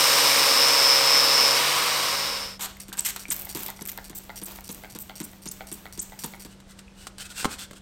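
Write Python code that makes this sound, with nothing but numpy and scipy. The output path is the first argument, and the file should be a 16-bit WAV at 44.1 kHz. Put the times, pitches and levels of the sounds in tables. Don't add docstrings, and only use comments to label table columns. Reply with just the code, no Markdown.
import sys
import numpy as np
from scipy import signal
from scipy.fft import rfft, irfft, next_fast_len
from scipy.io import wavfile

SR = 44100
rng = np.random.default_rng(int(sys.argv[2]) if len(sys.argv) > 2 else 0)


def bounce(signal):
    frames = np.transpose(np.atleast_2d(signal))
    limited = np.clip(frames, -1, 1)
    pcm = np.round(limited * 32767).astype(np.int16)
    wavfile.write(sys.argv[1], SR, pcm)


N = 344421
TIME = np.arange(N) / SR

# frequency_hz, density_db
ROOM_TONE = [(13, -54), (22, -4), (59, -4.5), (160, -12), (174, -11), (194, -19), (270, -16.5), (356, -16),
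             (387, -19.5), (539, -20), (1130, -26), (2670, -31), (3320, -30.5), (8490, -37.5), (16000, -56)]
PAPER_COLOUR = [(240, -34), (570, -8), (1110, -11), (1370, 0), (1530, 4), (1750, -2), (2200, -6), (2800, 0),
                (3400, 1.5), (4310, 1), (6740, -3.5), (7700, 1.5), (8800, 1.5), (9900, -11), (12800, -8.5),
                (16000, -18)]
SPIT_COLOUR = [(600, -24), (1500, 0), (3000, 3.5), (5000, 0), (8400, 8.5), (10500, -4), (13000, 8.5),
               (16000, -14)]
GURGLE_COLOUR = [(500, -9), (950, 16.5), (2000, -15), (3500, 11), (6000, -0.5)]
MIST_COLOUR = [(240, -10), (400, -2), (496, -15), (607, -4), (1870, -10.5), (2220, -8), (4800, -12),
               (8240, -11), (10400, -20), (13900, -5), (16000, -11)]
JET_WHISTLE = [(4000, -11), (5800, -7.5), (6800, -8), (8300, 8), (9600, -25), (11000, -34)]
JET_SIZZLE = [(9000, -22), (11000, -11), (13000, -2), (15000, -2), (16000, -9)]
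GEAR_RATTLE = [(3800, -35), (4400, 10), (4750, 15.5), (5300, 14), (5800, 6), (6100, -29)]
DISC_RASP = [(100, -24.5), (200, -21.5), (250, -12.5), (400, -11), (520, -5.5), (750, -7), (920, -6),
             (1080, 1), (1400, -4.5), (1800, -6), (2250, -3), (3000, -6), (4000, -4), (4500, -9.5)]
DISC_GRIT = [(3500, -38), (4300, -12), (5900, 2.5), (6300, -4), (7600, -3.5), (8700, 1.5), (9600, -9),
             (11000, -9), (12500, -5.5), (14000, -4.5), (16000, -18)]

# pitch_hz, level_db, t60_s
BLOCK_THUD = [(74, -12, 0.069), (157, -9, 0.032), (257, 6, 0.021), (416, 0.5, 0.022), (584, -2, 0.035)]
BLOCK_CLACK = [(820, 0, 0.022), (1075, -2.5, 0.027), (1380, 4, 0.0099), (2126, -6, 0.037),
               (3060, -3, 0.0068), (4900, -21, 0.0065), (7800, -25, .006)]
BOTTLE_MODES = [(162, -6, 0.05), (225, 1.5, 0.045), (296, 2, 0.023), (417, -4, 0.032)]
SPRING_MODES = [(697, 3, 0.011), (865, -1, 0.029), (1120, 0.5, 0.0054), (1476, -5, 0.026),
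                (1940, 0.5, 0.016), (2120, -1, 0.017), (3400, -1.5, 0.0053), (4230, -6, 0.0058)]
LEVER_MODES = [(4580, -9.5, 0.0065), (5720, -10.5, 0.015), (8450, -5.5, 0.0058), (11000, 0, 0.00084),
               (11900, -7.5, 0.0027), (14200, -5, .002)]

# time_s, level_db
ROOM_SWELL = [(0, -63), (1.2, -58), (2.2, -48), (7.8, -48.5)]
# centre_s, half_length_s, level_db, sheet_pitch_hz
SCRAPES = [(6.521, 0.018, -53, 3040), (6.71, 0.018, -49.5, 2040), (6.795, 0.016, -53, 2000),
           (7.022, 0.034, -47.5, 2960), (7.212, 0.013, -34, 3160), (7.259, 0.011, -40, 2600),
           (7.313, 0.012, -40.5, 1500), (7.401, 0.027, -31, 2790), (7.525, 0.019, -34.5, 2530),
           (7.594, 0.0064, -39.5, 4450), (7.622, 0.021, -36.5, 3580), (7.771, 0.011, -46, 3380)]
# start_s, clack_db, thud_db, crack_db
KNOCKS = [(6.602, -54, -72, -47), (6.79, -54, -58, -39), (7.069, -26, -47, -30), (7.183, -55, -58, -35.5),
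          (7.428, -31, -39, -33), (7.4452, -11.5, -34, -23.5), (7.4529, -9, -20, -28),
          (7.71, -34, -40, -40.5), (7.732, -36, -49, -44)]

# stop_s, thump_db, creak_lead_s, creak_db, mist_delay_s, mist_length_s, mist_db
SQUEEZES = [(2.883, -38, 0.083, -30.5, .124, 0.044, -50), (3.283, -36.5, 0.088, -29.5, 0.071, 0.17, -43),
            (3.549, -26, 0.057, -26.5, 0.038, 0.099, -40.5), (3.81, -33.5, 0.047, -41, 0.054, 0.17, -49.5),
            (4.097, -35, .054, -33.5, 0.066, 0.18, -49), (4.416, -35, 0.057, -28.5, 0.051, 0.11, -42.5),
            (4.691, -34, 0.051, -34, 0.044, 0.13, -47.5), (4.95, -33.5, .052, -36.5, 0.075, 0.078, -52),
            (5.202, -28.5, 0.046, -34.5, .045, 0.12, -52.5), (5.457, -33.5, 0.037, -39, 0.054, 0.12, -50),
            (5.716, -33.5, 0.046, -35.5, 0.03, 0.12, -50), (5.976, -35, 0.05, -34.5, 0.047, 0.19, -51),
            (6.237, -27, 0.047, -28.5, 0.019, 0.089, -50), (6.449, -37.5, 0.051, -32, .015, 0.022, -65)]
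# start_s, level_db, bounce_relative_db
RELEASES = [(3.469, -32, -12), (3.687, -30, -3), (3.791, -33, -20), (3.977, -27.5, -1), (4.13, -37.5, -10),
            (4.294, -28.5, 0), (4.586, -33, -18), (4.836, -31.5, 0.5), (5.096, -28, -3), (5.333, -40, -8),
            (5.607, -28, -3), (5.855, -28.5, -4.5), (6.121, -34, -1.5), (6.336, -32, -3.5)]
# start_s, length_s, spit_db, gurgle_db
SPUTTERS = [(2.593, 0.072, -43.5, -38.5), (2.607, 0.053, -33, -54), (2.684, .03, -56, -47),
            (2.927, 0.0076, -34, -40), (2.976, 0.021, -35.5, -43), (3.0485, 0.059, -26, -45),
            (3.161, 0.0036, -31.5, -33.5), (3.3084, 0.018, -28, -41), (3.573, 0.077, -42, -49),
            (3.663, 0.048, -47, -47), (3.883, 0.012, -32.5, -55)]
# start_s, level_db, pitch_hz
PLINKS = [(2.7687, -38, 2110), (2.92, -34, 1570), (2.952, -37, 1600), (3.1921, -53, 3220),
          (3.2544, -26, 2350), (3.543, -50, 1760), (6.8806, -40, 2550)]
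# start_s, length_s, level_db, first_pitch_hz, last_pitch_hz
CHIRPS = [(2.9892, 0.0044, -13.5, 7460, 7900), (3.303, 0.0052, -16.5, 8300, 9100),
          (3.8204, 0.0043, -25.5, 6000, 9200), (4.433, 0.005, -25, 8100, 12600),
          (4.444, .003, -28, 8400, 11500), (4.71, 0.0068, -29, 6900, 12900),
          (5.23, 0.026, -33.5, 7800, 8900), (5.475, 0.0089, -29.5, 5150, 8100),
          (5.487, 0.0029, -24.5, 7500, 8700), (5.726, 0.0043, -23, 7600, 9400),
          (5.993, .011, -19, 6750, 8800), (6.242, 0.0032, -24, 7500, 9160)]
# start_s, length_s, whistle_db, sizzle_db
JETS = [(2.991, .005, -22.5, -40), (3.318, .017, -35, -30), (3.873, .004, -44, -29),
        (4.149, 0.039, -45, -41), (4.456, 0.012, -40, -37), (4.719, .011, -41, -41),
        (4.995, 0.033, -48.5, -41), (5.239, .013, -42, -39), (5.512, 0.0094, -36, -37),
        (5.734, .011, -42, -40), (6.012, 0.02, -40.5, -39), (6.259, .005, -43, -33)]
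# start_s, length_s, level_db
SIZZLES = [(3.332, 0.13, -41), (3.553, 0.11, -40), (3.885, 0.038, -38)]
# start_s, level_db, pitch_hz
BIG_DROPS = [(2.7702, -27, 13000), (2.972, -18, 8000), (3.007, -9, 12500), (3.3425, -12, 14000),
             (3.4193, -16, 14200), (3.45, -22, 13400), (3.572, -10, 12900), (3.583, -22, 14000),
             (3.634, -12, 13100), (3.664, -13, 13900), (3.683, -13, 14100), (3.7023, -11, 14100),
             (3.854, -16, 11500), (3.861, -15, 13800), (3.9172, -17, 13900), (3.9757, -14.5, 13000),
             (4.5593, -20, 13700), (4.608, -23, 13000), (4.7469, -17, 8200), (4.907, -31, 12000),
             (4.923, -27, 11500), (4.9884, -16, 11800), (5.436, -31, 13800)]

# time_s, extra_turns_per_s, whine_db
SPINDLE = [(0, 0.94, -28), (0.1, 1.12, -30.5), (0.45, 0.8, -29.5), (0.63, 0.1, -23.3), (0.76, 0.47, -26),
           (0.9, 0, -20.5), (1.01, -0.45, -27), (1.16, 0.6, -21), (1.28, 0.08, -28), (1.39, 1.12, -22),
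           (1.48, -0.15, -24.5), (1.55, -0.23, -29.5), (1.67, 4.9, -48), (1.95, 1.9, -41),
           (2.25, 1.33, -30.5), (2.37, -0.16, -28.5), (2.45, 0.5, -27), (2.55, -0.1, -27)]
# multiple_of_turning_rate, level_db
DISC_ORDERS = [(2, -12.5), (3, -11.5), (4, 0), (6, -5), (8, -20), (16, -6), (17, -14), (31, -30)]
MOTOR_ORDERS = [(1, -16), (2, -13.5), (6, -16), (8, -17), (9, -19), (12, -19)]

CROWN_TEETH, PINION_TEETH, NOMINAL_TURNS_PER_S = 38, 11, 138


def from_db(db):
    return 10 ** (np.asarray(db) / 20)


def rms_one(x):
    return x / np.sqrt(np.mean(x ** 2) + 1e-20)


def in_time(rows):
    s, *columns = np.transpose(rows)
    return [np.interp(TIME, s, c) for c in columns]


def noise(colour):
    hz, level_db = np.transpose(colour)
    size = next_fast_len(N, True)
    f = np.fft.rfftfreq(size, 1 / SR) + 1e-3
    skirts = np.minimum(1, np.minimum(f / hz[0], hz[-1] / f)) ** 2
    gain = from_db(np.interp(np.log(f), np.log(hz), level_db)) * skirts
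    return rms_one(irfft(rfft(rng.standard_normal(size)) * gain)[:N])


def drift(rate_hz, hop=40):
    r = np.exp(-2 * np.pi * hop * rate_hz / SR)
    slow = signal.lfilter([1], [1, -2 * r, r * r], rng.standard_normal(N // hop + 2002))[2000:]
    return np.interp(np.arange(N) / hop, np.arange(len(slow)), rms_one(slow))


def clicks(times, level_db):
    out = np.zeros(N)
    np.add.at(out, np.clip(np.round(np.asarray(times) * SR).astype(int), 0, N - 1), from_db(level_db))
    return out


def die_away(x, t60):
    return signal.lfilter([1], [1, -from_db(-60 / (t60 * SR))], x + 1e-18)


def ring(x, hz, t60):
    r, w = from_db(-60 / (t60 * SR)), 2 * np.pi * hz / SR
    return signal.lfilter([0, np.sin(w)], [1, -2 * r * np.cos(w), r * r], x + 1e-18)


def strike(times, level_db, modes, travel_s, detune=0):
    out = np.zeros(N + SR)
    for s, hit_db, chance in zip(times, level_db, rng.standard_normal((len(times), len(modes), 2))):
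        for k, ((hz, db, t60), (louder, higher)) in enumerate(zip(modes, chance)):
            at = int((s + travel_s * np.sqrt(1000 / hz)) * SR)
            t = TIME[:int(t60 * SR)]
            fall = from_db(hit_db + db + 2.5 * louder - 60 * t / t60)
            out[at:at + len(t)] += (-1) ** k * fall * np.sin(2 * np.pi * hz * np.exp(detune * higher) * t)
    return out[:N]


def bursts(starts, lengths, level_db, sag_db_per_s, release_s, attack_s):
    out = np.zeros(N)
    for s, length, db in zip(starts, lengths, level_db):
        at = int(s * SR)
        t = TIME[:min(SR // 2, N - at)]
        gate = (1 - np.exp(-t / attack_s)) * np.exp(-np.maximum(t - length, 0) / release_s)
        out[at:at + len(t)] += from_db(db - sag_db_per_s * t) * gate
    return out


def bubbles(per_s, low_hz, high_hz, cycles, count=14):
    born = rng.random(N) * SR < per_s
    sizes = born * from_db(4 * np.minimum(rng.exponential(1, N), 3.5)) * rng.choice([-1, 1], N)
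    voice = rng.integers(0, count, N)
    pitches = np.geomspace(low_hz, high_hz, count)
    return rms_one(sum(ring(sizes * (voice == k), hz, cycles / hz) for k, hz in enumerate(pitches)))


def flutter(per_s, uneven, steady):
    count = np.floor(np.cumsum(per_s * np.exp(uneven * drift(30))) / SR)
    puffs = np.diff(count, prepend=0) * from_db(2 * rng.standard_normal(N))
    return rms_one(steady + die_away(puffs, t60=.009))


def workshop(hum_hz=194.3):
    swell_db, = in_time(ROOM_SWELL)
    hum = np.sqrt(2) * from_db(-5.5 + drift(1.9)) * np.sin(2 * np.pi * hum_hz * TIME)
    return from_db(swell_db) * (from_db(-3) * noise(ROOM_TONE) + hum)


def reflections(x, t60=.45, wall_hz=6500, predelay_s=.0038):
    t = TIME[:SR // 2]
    tail = rng.standard_normal(len(t)) * from_db(-60 * t / t60) * (t > predelay_s)
    tail = signal.sosfilt(signal.butter(1, wall_hz, fs=SR, output="sos"), tail)
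    return signal.fftconvolve(x, tail / np.sqrt(np.sum(tail ** 2)))[:N]


def paper_scrapes(grains_per_s=1800):
    catches = (rng.random(N) * SR < grains_per_s) * from_db(1.6 * rng.standard_normal(N))
    grit = rms_one(1.2 + die_away(catches, t60=.002)) * noise(PAPER_COLOUR)
    out = np.zeros(N)
    for s, half_s, db, hz in SCRAPES:
        swish = from_db(db - 1.5) * np.exp(-((TIME - s) / half_s) ** 2 / 2)
        sheet = from_db(-10) * rms_one(ring(grit, hz, t60=.036))
        out += swish * (grit + sheet)
    return out


def block_knocks(flex_s=.00323):
    s, clack_db, thud_db, crack_db = np.transpose(KNOCKS)
    thud = strike(s, thud_db + .3, BLOCK_THUD, travel_s=.00053)
    clack = strike(s, clack_db - 8.5, BLOCK_CLACK, travel_s=.00038)
    second_touch = strike(s + flex_s, clack_db - 24, BLOCK_CLACK, travel_s=.00021)
    hits = clicks(s, crack_db - 2)
    crack = (die_away(hits, t60=.05) + die_away(hits, t60=.002)) * noise(PAPER_COLOUR)
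    return thud + clack + second_touch + crack


def trigger_creaks(slip_s=.0028, slowing=.04, fall_db=.6, count=11):
    slips = [(s - lead + slip_s * (k + slowing * k * k + .2 * rng.standard_normal()),
              db - fall_db * k + 2.5 * rng.standard_normal())
             for s, _, lead, db, *_ in SQUEEZES for k in range(count)]
    ticks = [(s, db + 5) for s, db, *_ in SQUEEZES]
    s, db = np.transpose(slips + ticks)
    plastic = strike(s, db, LEVER_MODES, travel_s=.0003, detune=.015)
    scuff = die_away(clicks(s, db - 8.5), t60=.013) * noise(SPIT_COLOUR)
    return plastic + scuff


def bottle_thumps(low_cut_hz=140):
    s, db = np.transpose(SQUEEZES)[:2]
    thump = strike(s + .002, db + .5, BOTTLE_MODES, travel_s=.00018, detune=.05)
    settle = strike(s + .00696, db - 4, BOTTLE_MODES, travel_s=.00068, detune=.05)
    return signal.sosfilt(signal.butter(2, low_cut_hz, "high", fs=SR, output="sos"), thump + settle)


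def spring_rattle(bounce_s=.0088):
    s, db, bounce_db = np.transpose(RELEASES)
    gap = bounce_s * (1 + .11 * rng.standard_normal(len(s)))
    return sum(strike(s + k * gap, db - 6 + tap_db, SPRING_MODES, travel_s=.00071, detune=.05)
               for k, tap_db in enumerate([0, bounce_db, bounce_db + (-8)]))


def plinks():
    return sum(ring(clicks([s], [db + .5]), hz, t60=.014) for s, db, hz in PLINKS)


def pop(t, hz, life_s=.00033, rise_per_s=60):
    return np.sin(2 * np.pi * hz * (t + rise_per_s * t * t / 2)) * t / life_s * np.exp(1 - t / life_s)


def chirps(bubbles_per_s=450, pitch_spread=.089):
    out, t = np.zeros(N), TIME[:SR // 150]
    for s, length, db, first_hz, last_hz in CHIRPS:
        along = np.linspace(0, 1, 1 + int(np.ceil(length * bubbles_per_s)))
        for part, (late, higher, louder) in zip(along, rng.standard_normal((44, 3))):
            at = int((s + length * part + .0001 * late) * SR)
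            hz = first_hz * (last_hz / first_hz) ** part * np.exp(pitch_spread * higher)
            out[at:at + len(t)] += from_db(db - 1.5 + 2.2 * louder) * pop(t, hz)
    return out


def spitting(stop_spit_s=.016):
    stops = [(s - .001, stop_spit_s, db - 12, db - 14) for s, db, *_ in SQUEEZES]
    s, length, spit_db, gurgle_db = np.vstack([SPUTTERS, stops]).T
    spit = bursts(s, length, spit_db + .8, sag_db_per_s=66, release_s=.005, attack_s=.00068)
    gurgle = bursts(s, length, gurgle_db + .5, sag_db_per_s=15, release_s=.0095, attack_s=.00069)
    spray = noise(SPIT_COLOUR)
    froth = noise(GURGLE_COLOUR) + .84 * bubbles(per_s=2000, low_hz=1210, high_hz=3600, cycles=5.1)
    return flutter(per_s=235, uneven=.41, steady=.55) * (spit * spray + gurgle * rms_one(froth))


def jets():
    s, length, whistle_db, sizzle_db = np.transpose(JETS)
    voices = np.zeros(N)
    for colour, db in [(JET_WHISTLE, whistle_db), (JET_SIZZLE, sizzle_db)]:
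        swell = bursts(s, length, db - .5, sag_db_per_s=-130, release_s=.0015, attack_s=.0006)
        voices += swell * noise(colour)
    return voices * flutter(per_s=550, uneven=.32, steady=.22)


def drops(flow, per_s=14, t60=.003):
    small = (rng.random(N) * SR < per_s) * flow * from_db(15 + 2 * rng.standard_normal(N))
    snaps = sum(ring(clicks([s], [db - 6.5]), hz, t60) for s, db, hz in BIG_DROPS)
    s, db, _ = np.transpose(BIG_DROPS)
    splash = die_away(clicks(s, db) + small, t60=.005) * from_db(-13) * noise(SPIT_COLOUR)
    return snaps + ring(small, hz=11000, t60=t60) + splash


def mist(release_s=.038, trail_s=.066):
    stop, *_, delay, length, mist_db = np.transpose(SQUEEZES)
    flow = bursts(stop + delay, length, mist_db, sag_db_per_s=42, release_s=release_s, attack_s=.0037)
    s, _, spit_db, _ = np.transpose(SPUTTERS)
    trails = bursts(s, [trail_s] * len(s), spit_db - 19,
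                    sag_db_per_s=17, release_s=release_s, attack_s=.05)
    hiss = np.maximum(flow, trails) * noise(MIST_COLOUR) * from_db(3.2 * drift(370))
    sizzle = bursts(*np.transpose(SIZZLES), sag_db_per_s=7, release_s=.0054, attack_s=.003)
    fizz = (sizzle + flow * from_db(-12)) * bubbles(per_s=260, low_hz=12400, high_hz=15000, cycles=26)
    return hiss + fizz + drops(flow)


def tones(turns, orders, waver_db):
    return sum(np.sqrt(2) * from_db(db + waver_db * drift(11))
               * np.sin(2 * np.pi * (k * turns + rng.random())) for k, db in orders)


def bevel_gears(angle, motor_turns, whine_db, rattle_db, mains_pulse_hz=120):
    mains = 2 * np.pi * mains_pulse_hz * TIME
    load = rms_one((1 + .45 * np.cos(angle)) * (1 + .3 * np.cos(mains) + .48 * np.sin(2 * mains)))
    teeth = CROWN_TEETH * angle - .22 * np.sin(angle) + .06 * drift(39)
    mesh = np.sqrt(2) * (np.sin(teeth) + from_db(-11.5) * np.sin(teeth + 2 * np.pi * motor_turns))
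    whine = load * from_db(whine_db + 2.5 + .2 * drift(14)) * mesh
    rattle = rms_one(11 + load) * from_db(rattle_db) * noise(GEAR_RATTLE)
    return whine + rattle


def sanding_disc(angle, rasp_db, grit_db):
    pressure = rms_one(1 + .078 * np.cos(angle)) * from_db(.45 * drift(60))
    rasp = from_db(rasp_db) * noise(DISC_RASP)
    grit = from_db(grit_db + .46 * drift(294)) * noise(DISC_GRIT)
    return pressure * (rasp + grit)


def grinder(edge_s=.7, lift_turns_per_s=1.67, fade_s=1.12, fade_end_s=2.589):
    faster, whine_db = in_time(SPINDLE)
    turns = np.cumsum(NOMINAL_TURNS_PER_S + faster) / SR
    motor_turns = turns * CROWN_TEETH / PINION_TEETH
    angle = 2 * np.pi * turns
    on_edge = np.exp(-(TIME / edge_s) ** 2)
    lifted = .5 + .5 * np.tanh((faster - lift_turns_per_s) / .052)
    rasp_db = -23.5 + 1.77 * on_edge - .23 * lifted
    grit_db = -29 + 4.5 * on_edge - .23 * lifted
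    rattle_db = -27 + .5 * on_edge - 3 * lifted + .35 * drift(19)
    gears = bevel_gears(angle, motor_turns, whine_db, rattle_db)
    disc = sanding_disc(angle, rasp_db, grit_db)
    wobble = from_db(-37 - 47 * lifted) * tones(turns, DISC_ORDERS, waver_db=1)
    unbalance = from_db(-47 + 1.9 * drift(18)) * np.sin(angle)
    motor = from_db(rasp_db - 1) * tones(motor_turns, MOTOR_ORDERS, waver_db=2)
    fade = np.sin(np.pi / 2 * np.clip((fade_end_s - TIME) / fade_s, 0, 1))
    return (gears + disc + wobble + unbalance + motor) * fade


def scene():
    bed = workshop()
    bottle = trigger_creaks() + spitting() + chirps() + jets() + plinks() + mist()
    bottle += bottle_thumps() + spring_rattle()
    sanding = block_knocks() + paper_scrapes()
    reverb = reflections(from_db(-12) * bottle + from_db(-16.5) * sanding)
    return (bed + reverb + sanding + bottle + grinder())[None]


def record(dry):
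    return signal.sosfilt(signal.ellip(12, .1, 90, 16100, fs=SR, output="sos"), dry)


dry = scene()
out = record(dry)
bounce(out)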